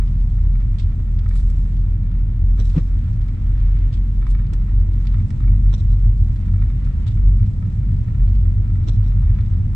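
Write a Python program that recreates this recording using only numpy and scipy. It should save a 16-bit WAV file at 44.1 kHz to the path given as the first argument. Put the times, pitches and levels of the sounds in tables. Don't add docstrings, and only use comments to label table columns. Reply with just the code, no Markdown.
import sys
import numpy as np
from scipy.fft import rfft, irfft, next_fast_len
from scipy.io import wavfile
from scipy.ndimage import map_coordinates

SR = 44100
rng = np.random.default_rng(int(sys.argv[2]) if len(sys.argv) > 2 else 0)


def wrap_up_sound(samples):
    columns = np.atleast_2d(samples).T
    tamed = np.clip(columns, -1, 1)
    steps = np.round(tamed * 32767).astype(np.int16)
    wavfile.write(sys.argv[1], SR, steps)


N = 429975


def amp(db):
    return 10 ** (np.asarray(db) / 20)


def unit(x):
    return x / np.sqrt(np.mean(x ** 2) + 1e-20)


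def along(points, hz):
    f, v = np.transpose(points)
    return np.interp(np.log(hz + 1), np.log(f + 1), v)


def curve(points):
    return np.interp(np.arange(N) / SR, *np.transpose(points))


def wobble(rate):
    return map_coordinates(rng.standard_normal(int(N * rate / SR) + 4), [np.arange(N) * rate / SR])


def swell(peak_s, db, half_s):
    return amp(db) * np.exp(-((np.arange(N) / SR - peak_s) / half_s) ** 2)


def filtered(x, response):
    size = next_fast_len(N + SR // 2)
    return irfft(rfft(x, size) * response(np.fft.rfftfreq(size, 1 / SR)), size)[..., :N]


def panned(db):
    return amp([[db / 2], [-db / 2]])


def strikes(rows, attack, tail_db, tail_t60):
    t, power = np.arange(SR // 2) / SR, np.zeros(N + SR)
    for s, db, t60 in rows:
        rise = 1 - np.exp(-t / attack)
        fade = amp(-60 * t / max(t60, .005)) + amp(tail_db - 60 * t / tail_t60)
        power[max(round(s * SR), 0):][:len(t)] += (amp(db) * rise * fade) ** 2
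    return np.sqrt(power[:N])


# (frequency [Hz], phase [radians])
LEFT_LEAD = [(40, .09), (215, 0.26), (350, 1.57), (650, 3), (1200, 0)]
def at_ears(x):
    return filtered(x, lambda hz: np.exp(1j * along(LEFT_LEAD, hz) * np.array([[.5], [-.5]])))


# (frequency [Hz], likeness [0-1])
EAR_LIKENESS = [(50, 1), (125, 0.97), (200, 0.96), (300, .8), (400, 0.38), (1300, 0.22), (3000, 0.045),
                (8000, .03)]
def cabin_noise(spectrum):
    def colour(hz):
        width = np.arccos(np.clip(along(EAR_LIKENESS, hz), -1, 1)) / 2
        return amp(along(spectrum, hz)) * np.array([np.cos(width), np.sin(width)])
    mid, side = filtered(rng.standard_normal((2, N)), colour)
    return unit(at_ears(np.array([mid + side, mid - side])))


# (time [s], roughness [0 = smooth])
ROAD_ROUGHNESS = [(0, 0.2), (3.9, .1), (4.4, 0.1), (5.3, 0.8), (9.75, 1.2)]
def roughness():
    return curve(ROAD_ROUGHNESS)


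# (time [s], firing rate [Hz])
FIRING_RATE = [(0, 42.53), (2, 43.14), (4, 44.3), (7.5, 45.61), (9.75, 45.5)]
# (time [s], relative level [dB])
BOOM_LEVELS = [(0.1, -14.5), (2.28, -16), (2.49, -12.5), (3.34, -22.5), (3.45, -15.5), (5.13, -16),
               (5.36, -30), (5.44, -12), (6.64, -17), (7.07, -26.5), (7.25, -9.5), (7.76, -26.5),
               (7.89, -13), (8.08, -34), (8.24, -10.5), (8.77, -21.5), (9.3, -16.5), (9.65, -19.5)]
# (pitch [times the firing rate], relative level [dB])
ENGINE_OVERTONES = [(2, -16.5), (3, -30), (4, -35), (5, -34.5), (6, -39), (7, -42), (10, -57.5)]
def engine(shake_hz=13, shake_limit_db=-15.5):
    phase = 2 * np.pi * np.cumsum(curve(FIRING_RATE)) / SR
    level = amp(curve(BOOM_LEVELS) - 1.1)
    shake = (.17 + .25 * roughness()) * np.minimum(level, amp(shake_limit_db))
    boom = (level + shake * wobble(shake_hz)) * np.sin(phase)
    boom += shake * wobble(shake_hz) * np.cos(phase)
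    overtones = sum(amp(db - 14.5 + 3.3 * wobble(4)) * np.sin(k * phase + 0.6 * wobble(5))
                    for k, db in ENGINE_OVERTONES)
    return np.sqrt(2) * at_ears(boom + overtones)


# (frequency [Hz], relative level [dB])
SWAY_COLOUR = [(4, 0), (12, 1), (25, 9), (32, 13.5), (38, 20), (50, 4), (58, -2), (66, -12), (110, -43),
               (400, -130)]
RUMBLE_COLOUR = [(20, -63), (52, -18.5), (63, -6), (76, -0.5), (105, -3), (140, -12), (180, -17.5),
                 (220, -20.5), (242, -28.5), (305, -31), (375, -39.5), (550, -41), (750, -49.5),
                 (1000, -53.5), (3500, -110)]
def road_rumble():
    sway = amp(-26) * cabin_noise(SWAY_COLOUR)
    rumble = amp(-23 + 0.37 * roughness()) * cabin_noise(RUMBLE_COLOUR)
    return sway + rumble


# (time [s], level [dB])
RUT_JOLTS = [(5.221, -17), (5.57, -17), (6.5, -18), (7.441, -18), (8.0, -15.5), (8.98, -16), (9.349, -19)]
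# (frequency [Hz], relative level [dB])
TYRE_AIR_COLOUR = [(50, -50.5), (80, -6.5), (97, 2), (112, -4.5), (140, -20.5), (205, -22), (250, -36),
                   (900, -130)]
def tyre_boom():
    jolts = sum(swell(s, db, half_s=0.063) for s, db in RUT_JOLTS)
    return np.hypot(roughness() * amp(-22), jolts) * cabin_noise(TYRE_AIR_COLOUR)


# (time [s], relative level [dB])
SWISH_LEVELS = [(0.3, -64), (5.35, -61.5), (5.56, -63.5), (7.03, -61.5), (7.37, -63.5), (9.6, -61.5)]
# (frequency [Hz], relative level [dB])
SWISH_COLOUR = [(200, -19), (750, -2), (970, 2), (1100, -1.5), (1320, 2), (1550, -4), (1850, -1),
                (2300, -3.5), (2900, -9), (3700, -12.5), (4600, -18.5), (7000, -32.5), (14000, -83)]
def tyre_swish():
    level = amp(curve(SWISH_LEVELS) + 5.5 + 1.2 * wobble(17))
    return level * cabin_noise(SWISH_COLOUR) * panned(-0.81)


# (time [s], relative level [dB])
HISS_LEVELS = [(0.05, -71.5), (0.45, -73), (1.23, -72.5), (1.42, -67.5), (2.09, -77), (2.49, -75),
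               (2.68, -64), (2.95, -72), (4.62, -74.5), (5.24, -69.5), (5.34, -71), (9.7, -73.5)]
# (time [s], level [dB], rise and fade time [s])
SLUSH_BURSTS = [(1.374, -49.5, 0.022), (4.307, -58, 0.025)]
# (frequency [Hz], relative level [dB])
HISS_COLOUR = [(1500, -3.5), (3000, -3.5), (3700, 1), (4700, -3.5), (5700, -0.5), (6600, -4.5), (7800, 0.5),
               (8500, -9), (9400, -9), (10200, -15.5), (16000, -38.5)]
SLUSH_COLOUR = [(2000, -12.5), (3800, 3), (6000, -8), (8000, 1), (9500, -4), (11000, -19), (15000, -33)]
def snow_hiss():
    t = np.arange(N) / SR
    crackle = unit(amp(wobble(25) + 2.2 * wobble(500)))
    hiss = amp(curve(HISS_LEVELS) + 6.5) * crackle * cabin_noise(HISS_COLOUR)
    clumps = unit(amp(4.5 * wobble(350)))
    splashes = sum(amp(db) * np.exp(-np.abs(t - s) / fade) for s, db, fade in SLUSH_BURSTS)
    return hiss + splashes * clumps * cabin_noise(SLUSH_COLOUR)


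# (time [s], relative level [dB], relative treble [dB], left minus right [dB])
GRIT_HITS = [(0.0772, -43, -10, -1), (1.1887, -40, -19, -13), (1.288, -43, 10, 1), (1.4996, -50, 14, -12.5),
             (1.7665, -47, -20, -15), (2.6974, -39, -16, -8), (2.9881, -48, -10.5, 2),
             (3.1294, -48, -6, -4), (3.213, -43, -18, -8), (3.2813, -43.5, 0, -5), (4.2671, -45, 6.5, 6.5),
             (4.301, -50.5, 14, -1), (4.5334, -37, 8.5, -3), (5.053, -45, -27, -13),
             (5.0695, -36.5, -15, -14.5), (5.3044, -40, 6.5, -3), (6.3592, -42, -9.5, -7.5),
             (9.4058, -42.5, -8, -7.5)]
# (frequency [Hz], relative level [dB])
GRIT_COLOUR = [(400, -20.5), (1500, 5), (3800, 5), (5500, -0.5), (6700, -11.5), (8000, -11), (9500, -25),
               (12000, -34), (16000, -43)]
def grit_ticks(faint_count=170):
    grain = cabin_noise(GRIT_COLOUR)
    treble = filtered(grain, lambda hz: 1 / (1 + (6800 / (hz + 1)) ** 8))
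    faint = [(when * N / SR, -66 + 13 * size ** 3, .03) for when, size in rng.random((faint_count, 2))]
    ticks = grain * strikes(faint, attack=0.00032, tail_db=-14.5, tail_t60=.15) * panned(-7.0)
    for s, db, treble_db, pan_db in GRIT_HITS:
        blow = strikes([(s, db - 7.5, .034)], attack=0.00057, tail_db=-19, tail_t60=.2)
        ticks += blow * panned(pan_db) * (grain + (amp(treble_db + 8.5) - 1) * treble)
    return ticks


# (frequency [Hz], width [Hz], relative level [dB])
TRIM_NOTES = [(556, 150, -6), (980, 110, -3), (1305, 100, 3), (1825, 75, 0), (1955, 67, -2.5),
              (2290, 84, -1), (3610, 290, -14), (5500, 620, -30)]
# (time [s], relative level [dB])
TRIM_TAPS = [(0.552, -50), (0.592, -53.5), (1.2589, -45), (1.309, -45), (1.3553, -49.5), (4.227, -48.5),
             (4.2662, -41.5), (4.348, -41.5), (4.3968, -47), (4.5332, -47), (5.1415, -41.5), (5.199, -50),
             (5.3037, -45), (5.4029, -44), (5.4764, -47), (5.727, -49), (6.4815, -48), (6.539, -48),
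             (6.62, -40), (6.7005, -51), (6.87, -48), (7.173, -50.5), (7.6245, -48), (8.083, -51),
             (8.145, -49), (8.4533, -53), (8.7525, -49.5), (9.118, -47.5), (9.3871, -44)]
def trim_rattle(faint_count=110):
    def plastic(hz):
        ring = sum((-1) ** k * amp(db) * 1j * hz * width / (note ** 2 - hz ** 2 + 1j * hz * width)
                   for k, (note, width, db) in enumerate(TRIM_NOTES))
        return ring / (1 + (hz / 6500) ** 6)
    faint = [(when * N / SR, -57 + 8 * size, .025) for when, size in rng.random((faint_count, 2))]
    clear = [(s, db, .028) for s, db in TRIM_TAPS]
    touches = strikes(clear + faint, attack=0.00016, tail_db=-16, tail_t60=0.11)
    chatter = touches * rng.standard_normal((2, N))
    times, levels = np.transpose(TRIM_TAPS)
    taps = np.bincount(np.round(times * SR).astype(int), amp(levels + 13.5), N)
    return amp(16.5) * filtered(taps + chatter, plastic) * panned(-8.5)


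# (start [s], judder [dB], squeak [dB], drag [dB], landing [dB])
WIPER_STROKES = [(-0.543, -30, -54, -65.5, -37.5), (2.599, -33, -53.5, -57.5, -41.5),
                 (5.738, -28.5, -53.5, -64, -39), (8.885, -27.5, -53, -70, -38)]
# (time from the start [s], relative level [dB])
BLADE_JUDDER = [(-.009, -8.5), (0, 0), (.0085, -3.5)]
# (time from the start [s], relative level [dB], half length [s])
RUBBER_SLIPS = [(0, -3, 0.024), (0.06, -0.5, .02), (0.187, -8, .035)]
# (time from the first landing [s], relative level [dB])
BLADE_LANDINGS = [(0, -1), (.011, 0.5), (.043, -9.5)]
# (frequency [Hz], relative level [dB])
JUDDER_COLOUR = [(300, 16), (1500, -3.5), (2700, -3), (3300, 1.5), (3850, 9.5), (4800, -15), (5700, 5),
                 (6600, -12), (7800, -5.5), (9000, -37), (12000, -41.5), (16000, -52.5)]
SQUEAK_COLOUR = [(1000, -38.5), (3000, -12), (3600, -1), (3950, 1), (4500, -16), (5700, -2), (6500, -20.5),
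                 (7500, -11), (9000, -25), (16000, -64.5)]
DRAG_COLOUR = [(300, -10), (1000, -2), (2200, 0.5), (3200, -6.5), (5000, -15.5), (9000, -32.5),
               (15000, -61.5)]
CLACK_COLOUR = [(200, -18.5), (1500, -12), (2600, -5.5), (3500, 0), (4100, -4), (5000, -8.5), (6500, -16.5),
                (7700, -13), (9200, -29), (16000, -52.5)]
def wipers(drag_peak_s=1.15, wipe_s=1.327):
    starts = [(s + after, db + rel, 0.026)
              for s, db, *_ in WIPER_STROKES if s > 0 for after, rel in BLADE_JUDDER]
    judder = strikes(starts, attack=0.00033, tail_db=-28, tail_t60=0.23) * cabin_noise(JUDDER_COLOUR)
    chatter = unit(amp(3.9 * wobble(220)))
    slips = sum(swell(s + after, db + rel, half_s)
                for s, _, db, *_ in WIPER_STROKES for after, rel, half_s in RUBBER_SLIPS)
    squeaks = slips * chatter * cabin_noise(SQUEAK_COLOUR)
    way_back = sum(swell(s + drag_peak_s, db, half_s=0.3) for s, *_, db, _ in WIPER_STROKES)
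    drag = way_back * cabin_noise(DRAG_COLOUR)
    landings = [(s + wipe_s + after, db + rel, .075)
                for s, *_, db in WIPER_STROKES if s + wipe_s < N / SR for after, rel in BLADE_LANDINGS]
    clacks = strikes(landings, attack=0.0012, tail_db=-22.5, tail_t60=0.19) * cabin_noise(CLACK_COLOUR)
    rubbing = (squeaks + drag) * panned(-1.5)
    return amp(-0.5) * judder * panned(-4) + rubbing + amp(-4) * clacks * panned(-2.7)


# (time [s], level [dB], time to fade 60 dB [s])
BODY_KNOCKS = [(0.99, -34, .1), (2.59, -30, 0.17), (2.748, -29, 0.088), (2.762, -25, 0.11),
               (2.778, -20, 0.066), (4.525, -30, 0.099), (8.87, -34, .13)]
# (frequency [Hz], relative level [dB])
KNOCK_COLOUR = [(100, -4), (290, 4.5), (420, -4), (560, -8), (750, -20.5), (1100, -20), (2300, -26.5),
                (3600, -31), (6000, -40.5), (10000, -55.5), (16000, -75)]
# (frequency [Hz], relative level [dB], time to fade 60 dB if left free [s])
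PANEL_NOTES = [(110, -11.5, .35), (151.7, -4.5, .35), (279.4, -19.5, 0.49)]
def body_knocks(thump_s=2.762):
    t = np.maximum(np.arange(N) / SR - thump_s, 0)
    push = np.exp(-((t - .016) / 0.011) ** 2)
    swing = sum(amp(db - 60 * t / t60) * np.sin(2 * np.pi * hz * t) for hz, db, t60 in PANEL_NOTES)
    knocks = strikes(BODY_KNOCKS, attack=0.002, tail_db=-29, tail_t60=0.31) * cabin_noise(KNOCK_COLOUR)
    return push * swing + knocks


def scene():
    driving = engine() + road_rumble() + tyre_boom() + tyre_swish() + snow_hiss()
    return driving + trim_rattle() + grit_ticks() + wipers() + body_knocks()


def record(dry, low_hz=5, top_hz=15700):
    hiss = amp(-82.5) * rng.standard_normal(N)
    return filtered(dry + hiss, lambda hz: (hz < top_hz) * hz / np.hypot(hz, low_hz))


dry = scene()
out = record(dry)
wrap_up_sound(out)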